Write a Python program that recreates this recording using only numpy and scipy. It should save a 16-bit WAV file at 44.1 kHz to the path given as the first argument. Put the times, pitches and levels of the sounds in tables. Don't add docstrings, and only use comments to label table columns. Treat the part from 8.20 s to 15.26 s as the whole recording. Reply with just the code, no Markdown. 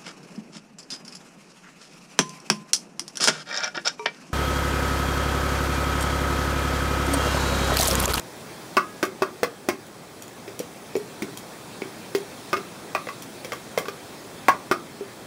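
import sys
import numpy as np
from scipy import signal
from scipy.fft import rfft, irfft, next_fast_len
from scipy.io import wavfile
from scipy.ndimage import uniform_filter1d

SR = 44100
rng = np.random.default_rng(int(sys.argv[2]) if len(sys.argv) > 2 else 0)


def put_to_file(sound):
    columns = np.atleast_2d(sound).T
    safe = np.clip(columns, -1, 1)
    whole_steps = np.round(safe * 32767)
    wavfile.write(sys.argv[1], SR, whole_steps.astype(np.int16))


def invert_db(x):
    u = np.asarray(x, float) / 20
    return 10 ** u


N = 311346
STRIKE_TIME = np.arange(SR // 4) / SR
HARD_DB = -21.5

# start_s [s], strength_db [dB], ring_db [dB], ring_hz [Hz], clack_hz [Hz]
WALL_RAPS = [(0.5681, -11.5, -8.5, 1144, 1510), (0.828, -11.5, -19, 1239, 1550),
             (1.0212, -16.5, -15.5, 1160, 1480), (1.2316, -12, -21.5, 1125, 2040),
             (1.4869, -11, -26.5, 1033, 1880), (4.3298, -16, -14.5, 1218, 1490),
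             (4.368, -21.5, -40, 1190, 2040), (4.7492, -18.5, -16, 1187, 2490),
             (4.8695, -31, -33.5, 1203, 2100), (4.8873, -25.5, -25, 1130, 2000),
             (5.3204, -21.5, -26.5, 1164, 2100), (5.5756, -15, -24, 1117, 2080),
             (5.6557, -31, -31, 1150, 1470), (5.683, -22, -25, 1190, 1615), (6.2834, -10, -9, 989, 1980),
             (6.2904, -28, -23, 1096, 1990), (6.5131, -13, -13, 1226, 1450)]
# start_s [s], boom_db [dB], boom_hz [Hz], body_db [dB], body_hz [Hz]
BOTTOM_ANSWERS = [(0.568, -16, 366, -18, 606), (0.83, -15.5, 367, -21, 587), (1.02, -18.5, 378, -20.5, 630),
                  (1.231, -13, 484, -17, 658), (1.487, -17.5, 360, -18.5, 580), (4.331, -22, 366, -23, 570),
                  (4.75, -25.5, 375, -20.5, 653), (4.87, -27.5, 497, -29, 510), (5.323, -50, 495, -27, 498),
                  (5.576, -20.5, 523, -17.5, 494), (5.682, -32.5, 397, -30, 484),
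                  (6.286, -21, 517, -13.5, 744), (6.513, -17, 363, -18.5, 650)]
# start_s [s], strength_db [dB], clack_db [dB], boom_db [dB], boom_hz [Hz]
BOTTOM_TAPS = [
    (2.2776, -29.5, -39, -32.5, 399),
    (2.4, -26.5, -50, -20, 490),
    (2.7528, -26, -31, -18, 403.6),
    (3.021, -18, -38, -20, 381),
    (3.619, -34, -27.5, -24.5, 377.4),
    (3.949, -14, -27.5, -16, 395),
    (5.246, -21.5, -43, -21, 500),
]
# start_s [s], boom_db [dB], boom_hz [Hz]
FURTHER_BOOMS = [
    (0.865, -32, 392),
    (1.525, -29, 382),
    (2.7544, -13, 490),
    (2.766, -20.5, 421),
    (3.083, -35, 406),
    (3.655, -30, 394),
    (4.366, -25, 404),
    (4.399, -30, 389),
    (6.809, -25.5, 398),
]
# start_s [s], peak_db [dB]
AIR_PUSHES = [
    (2.396, -21.5),
    (3.019, -17),
    (3.619, -31),
    (3.95, -31),
]
# start_s [s], peak_db [dB]
TIP_CLICKS = [(0.8404, -30), (1.4964, -53), (3.9615, -30), (0.852, -28), (1.506, -41), (1.667, -40),
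              (2.0225, -28), (2.08, -34.5), (2.392, -22), (2.765, -27.5), (3.1736, -23), (3.9828, -32),
              (5.0223, -26.5), (5.2474, -32.5), (5.3325, -28.5), (5.5857, -21.5)]
# start_s [s], level_db [dB], pitch_hz [Hz], t60_s [s]
SINGING_TONES = [
    (0.57, -42, 1660, 0.97),
    (1.024, -41, 1620, 0.23),
    (6.286, -6, 1102, 0.12),
]

# multiple of body_hz [ratio], level_db [dB], t60_s [s]
BODY_MODES = [(.86, -3.5, 0.025), (0.999, 1.5, 0.037), (1.2, -6.5, 0.044), (1.45, -13.5, 0.057)]
# multiple of ring_hz [ratio], level_db [dB], t60_s [s]
WALL_MODES = [(.86, -23.5, 0.015), (0.931, -5.5, 0.037), (0.998, -3.5, 0.075), (1.011, -22, 0.21),
              (1.084, -22, 0.3), (1.17, -10.5, 0.029), (1.27, -33, 0.02)]
# pitch_hz [Hz], level_db [dB], t60_s [s]
CLACK_MODES = [(1450, -6, 0.14), (1655, 0, 0.027), (1905, -2, 0.03), (1960, -6.5, 0.088),
               (2100, 0.5, 0.014), (2170, -5.5, 0.12), (2440, -8, 0.046), (2555, 2, 0.03),
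               (2667, 1.5, 0.012)]
# pitch_hz [Hz], level_db [dB], t60_s [s]
AIR_MODES = [(214, -8, 0.061), (301, 3.5, 0.023)]
# pitch_hz [Hz], level_db [dB], t60_s [s]
STEEL_MODES = [(2490, -5, 0.0086), (3230, -4, 0.024), (4430, -8, .012), (5785, -2.5, 0.017),
               (7000, -1.5, 0.016), (8280, -5.5, 0.0086), (10100, -1.5, 0.012), (12800, 1, .008),
               (13500, -4, .006), (15300, -10, .006)]
# boom_hz [Hz], t60_s [s]
BOOM_DECAY = [(360, 0.076), (395, 0.12), (430, 0.059), (495, 0.039)]

# frequency_hz [Hz], density_db [dB per Hz]
CRACK_COLOUR = [(150, 2), (600, -9), (2500, 1.5), (4000, -6), (5500, -1.5), (8000, -19), (16500, -12.5)]
# frequency_hz [Hz], density_db [dB per Hz]
TICK_COLOUR = [(1000, -2), (3000, -4), (6000, -3), (16500, -6.5)]
# frequency_hz [Hz], density_db [dB per Hz]
RATTLE_COLOUR = [(4000, -43), (8000, 7.5), (10000, 3), (16500, -7.5)]
# frequency_hz [Hz], density_db [dB per Hz]
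HISS_COLOUR = [(200, 3), (800, 9), (2600, 4.5), (5000, 1.5), (7000, -1.5), (10300, -2.5), (14500, -9.5),
               (17000, -5)]
# frequency_hz [Hz], density_db [dB per Hz]
TOWN_COLOUR = [(20, 0), (45, -1.5), (80, -7), (170, -1.5), (370, -3), (700, -8), (1500, -19), (4000, -31.5)]
# time_s [s], level_db [dB]
HISS_LEVEL = [(0, -47), (.47, -45.5), (1.5, -48), (2.5, -46.5), (4.15, -45), (7.06, -46)]

# frequency_hz [Hz], t60_s [s]
BALCONY_DECAY = [(200, 0.47), (1000, 0.2), (4000, 0.19), (12000, 0.14)]
# centre_hz [Hz], width_hz [Hz]
CAMERA_NOTCHES = [(2888, 170), (7845, 100), (11700, 1100)]
# pitch_hz [Hz], level_db [dB rms]
CAMERA_WHINE = [(7882, -68.5), (7912, -75), (7942, -77)]
# frequency_hz [Hz], gain_db [dB]
MIC_BAND = [(20, -36), (60, -12), (110, 0), (15720, 0), (15800, -6), (16050, -13), (16500, -15),
            (16760, -50)]


def bowl():
    track = np.zeros(N)
    boom_wet_db = -13
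    tap_body_hz, tap_body_db = 490, -21
    for s, db, ring_db, ring_hz, clack_hz in WALL_RAPS:
        clack_db = 0.52 * db + 0.48 * ring_db - 1.5
        placed(track, s + 0.0006, ring(ring_db, ring_hz) + rap(db, clack_db, clack_hz))
        if db < HARD_DB:
            continue
        rebound = ring(ring_db, (ring_hz + 1175) / 2)
        rebound = rebound + rap(db - 32, clack_db - 7.5, 1620)
        placed(track, s + 0.011, rebound)
        placed(track, s + 0.00054, thump(db - 11.5))
    for s, db, hz, body_db, body_hz in BOTTOM_ANSWERS:
        placed(track, s, boom(db, hz, body_db, body_hz), boom_wet_db)
    for s, db, clack_db, boom_db, hz in BOTTOM_TAPS:
        placed(track, s + 0.0006, rap(db, clack_db, clack_hz=2270))
        placed(track, s + 0.001, boom(boom_db, hz, boom_db + tap_body_db, tap_body_hz), boom_wet_db)
    for s, db, hz in FURTHER_BOOMS:
        placed(track, s, boom(db, hz, db + tap_body_db, tap_body_hz), boom_wet_db)
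    for s, db in AIR_PUSHES:
        placed(track, s + 0.002, thump(db))
    return track


def rap(crack_db, clack_db, clack_hz):
    clack = invert_db(clack_db - 13) * ringing(CLACK_MODES, scatter_db=4.5, attack=0.00015)
    spot = invert_db(clack_db - 0.5) * ringing([(clack_hz, 0, 0.03)], scatter_db=1.0, attack=0.00007)
    crack = burst(CRACK_COLOUR, 0.0099, 0.00016) + invert_db(-6.5) * burst(CRACK_COLOUR, 0.06, 0.0025)
    return clack + spot + invert_db(crack_db - 2.5) * crack + invert_db(clack_db + 4) * blow(0.00014)


def blow(width):
    u = STRIKE_TIME / width
    return -u * (2 - u) * np.exp(1 - u)


def ring(db, hz):
    return invert_db(db) * ringing(np.array(WALL_MODES) * [hz, 1, 1], scatter_db=2.0, attack=0.0006)


def boom(db, hz, body_db, body_hz):
    skin_modes = [(hz, -1.5, along(BOOM_DECAY, hz)), (0.796 * hz, -8, 0.03), (1.02 * hz, -7, 0.03)]
    skin = invert_db(db + 3.0) * ringing(skin_modes, scatter_db=1.25, attack=0.00076)
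    body_modes = np.array(BODY_MODES) * [body_hz, 1, 1]
    return skin + invert_db(body_db + 3.0) * ringing(body_modes, scatter_db=1.0, attack=0.00022)


def thump(db):
    return invert_db(db + 3.0) * ringing(AIR_MODES, scatter_db=1.0, attack=0.0028)


def tongs():
    track = np.zeros(N)
    for s, db in TIP_CLICKS:
        snap = invert_db(3.0) * ringing(STEEL_MODES, scatter_db=2.5, attack=0.00024)
        snap = snap + burst(TICK_COLOUR, 0.011, 0.00026)
        snap = snap + invert_db(-6) * burst(TICK_COLOUR, 0.12, 0.0032)
        placed(track, s, invert_db(db - 8.0) * snap)
    for s, db, *_ in WALL_RAPS + BOTTOM_TAPS:
        if db > HARD_DB:
            grip_db = -7 if s < 4.2 else -7.5
            placed(track, s + 0.0003, rattle(db + grip_db))
    for s, db, hz, t60 in SINGING_TONES:
        add(track, s, ringing([(hz, db, t60)], scatter_db=0.3, attack=0.002, rough_db=0.8))
    return track


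def rattle(db):
    noise = burst(RATTLE_COLOUR, 0.0082, 0.00019) + invert_db(-6.5) * burst(RATTLE_COLOUR, 0.052, 0.0025)
    steel = invert_db(-12) * ringing(STEEL_MODES, scatter_db=2.5, attack=0.0003)
    return invert_db(db - 5.5) * (noise + steel)


def ringing(modes, scatter_db, attack, rough_db=1.8):
    hz, db, t60 = np.transpose(modes)[:, :, None]
    sign_draw, level_draw = rng.standard_normal((2,) + hz.shape)
    knots = rng.standard_normal((len(hz), 32))
    knot_time = np.linspace(0, STRIKE_TIME[-1], 32)
    waver = np.array([np.interp(STRIKE_TIME, knot_time, k) for k in knots])
    level = invert_db(db + scatter_db * level_draw + rough_db * waver - 60 * STRIKE_TIME / t60)
    phase = 2 * np.pi * hz * STRIKE_TIME + 0.2 * waver[::-1]
    partials = np.sign(sign_draw) * level * np.sin(phase)
    return partials.sum(axis=0) * (1 - np.exp(-STRIKE_TIME / attack))


def burst(colour, t60, attack):
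    noise = filtered(rng.standard_normal(len(STRIKE_TIME)), lambda hz: invert_db(along(colour, hz)))
    return unit(noise) * invert_db(-60 * STRIKE_TIME / t60) * (1 - np.exp(-STRIKE_TIME / attack))


def placed(track, s, sound, wet_db=-8.0):
    add(track, s, sound)
    add(track, s + 0.0098, invert_db(-18) * sound)
    add(track, s + 0.004, invert_db(wet_db) * signal.fftconvolve(sound, echo_tail()))


def echo_tail():
    hz, t, z = signal.stft(rng.standard_normal(len(STRIKE_TIME)), SR, nperseg=256)
    decay = invert_db(-60 * t / along(BALCONY_DECAY, hz)[:, None])
    tail = signal.istft(z * decay, SR, nperseg=256)[1]
    return tail / np.linalg.norm(tail)


def grill():
    t = np.arange(N) / SR
    sag_db = np.zeros(N)
    for s, db, ring_db, *_ in WALL_RAPS:
        excess_db = max(0, max(db, ring_db) + 17)
        sag_db += 0.23 * excess_db * (t > s) * np.exp(-np.abs(t - s) / 0.87)
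    town = invert_db(-41.5) * rush(TOWN_COLOUR, patchy_db=0.4)
    hiss_db = np.interp(t, *np.transpose(HISS_LEVEL)) + 2.0
    hiss = invert_db(hiss_db) * rush(HISS_COLOUR, patchy_db=1.55)
    return invert_db(-sag_db) * (town + hiss)


def rush(colour, patchy_db):
    z = signal.stft(rng.standard_normal(N + 512), nperseg=512)[2]
    field = uniform_filter1d(rng.standard_normal(z.shape), size=6, axis=0)
    field = uniform_filter1d(field, size=10, axis=1)
    noise = signal.istft(z * invert_db(patchy_db * unit(field)), nperseg=512)[1][:N]
    return unit(filtered(noise, lambda hz: invert_db(along(colour, hz))))


def add(track, s, sound):
    at = round(s * SR)
    track[at:at + len(sound)] += sound[:len(track) - at]


def unit(x):
    return x / np.sqrt(np.mean(x ** 2) + 1e-20)


def along(points, hz):
    f, v = np.transpose(points)
    return np.interp(np.log(hz + 1), np.log(f + 1), v)


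def filtered(x, response):
    m = next_fast_len(len(x) + 8192)
    return irfft(rfft(x, m) * response(np.fft.rfftfreq(m, 1 / SR)), m)[:len(x)]


def scene():
    return (bowl() + tongs() + grill())[None]


def camera_notches(f):
    response = 1
    for centre, width in CAMERA_NOTCHES:
        off = centre * centre - f * f
        response = response * (off + 0.05j * f * width) / (off + 1j * f * width)
    return response


def camera_whine():
    t = np.arange(N) / SR
    return sum(np.sqrt(2) * invert_db(db) * np.sin(2 * np.pi * hz * t) for hz, db in CAMERA_WHINE)


def loud_top_only(x):
    top = filtered(x, lambda hz: hz > 15760)
    strong = np.abs(uniform_filter1d(top ** 2, size=200)) > invert_db(2 * -48)
    return x - top * (1 - uniform_filter1d(strong * 1.0, size=60))


def band_limit(x):
    return signal.sosfilt(signal.butter(12, 16810, fs=SR, output="sos"), x)


def record(dry):
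    x = filtered(dry[0], camera_notches) + camera_whine()
    x = x / (1 + np.abs(x) ** 6) ** (1 / 6)
    x = filtered(loud_top_only(x), lambda hz: invert_db(along(MIC_BAND, hz)))
    return band_limit(x[None])


dry = scene()
out = record(dry)
put_to_file(out)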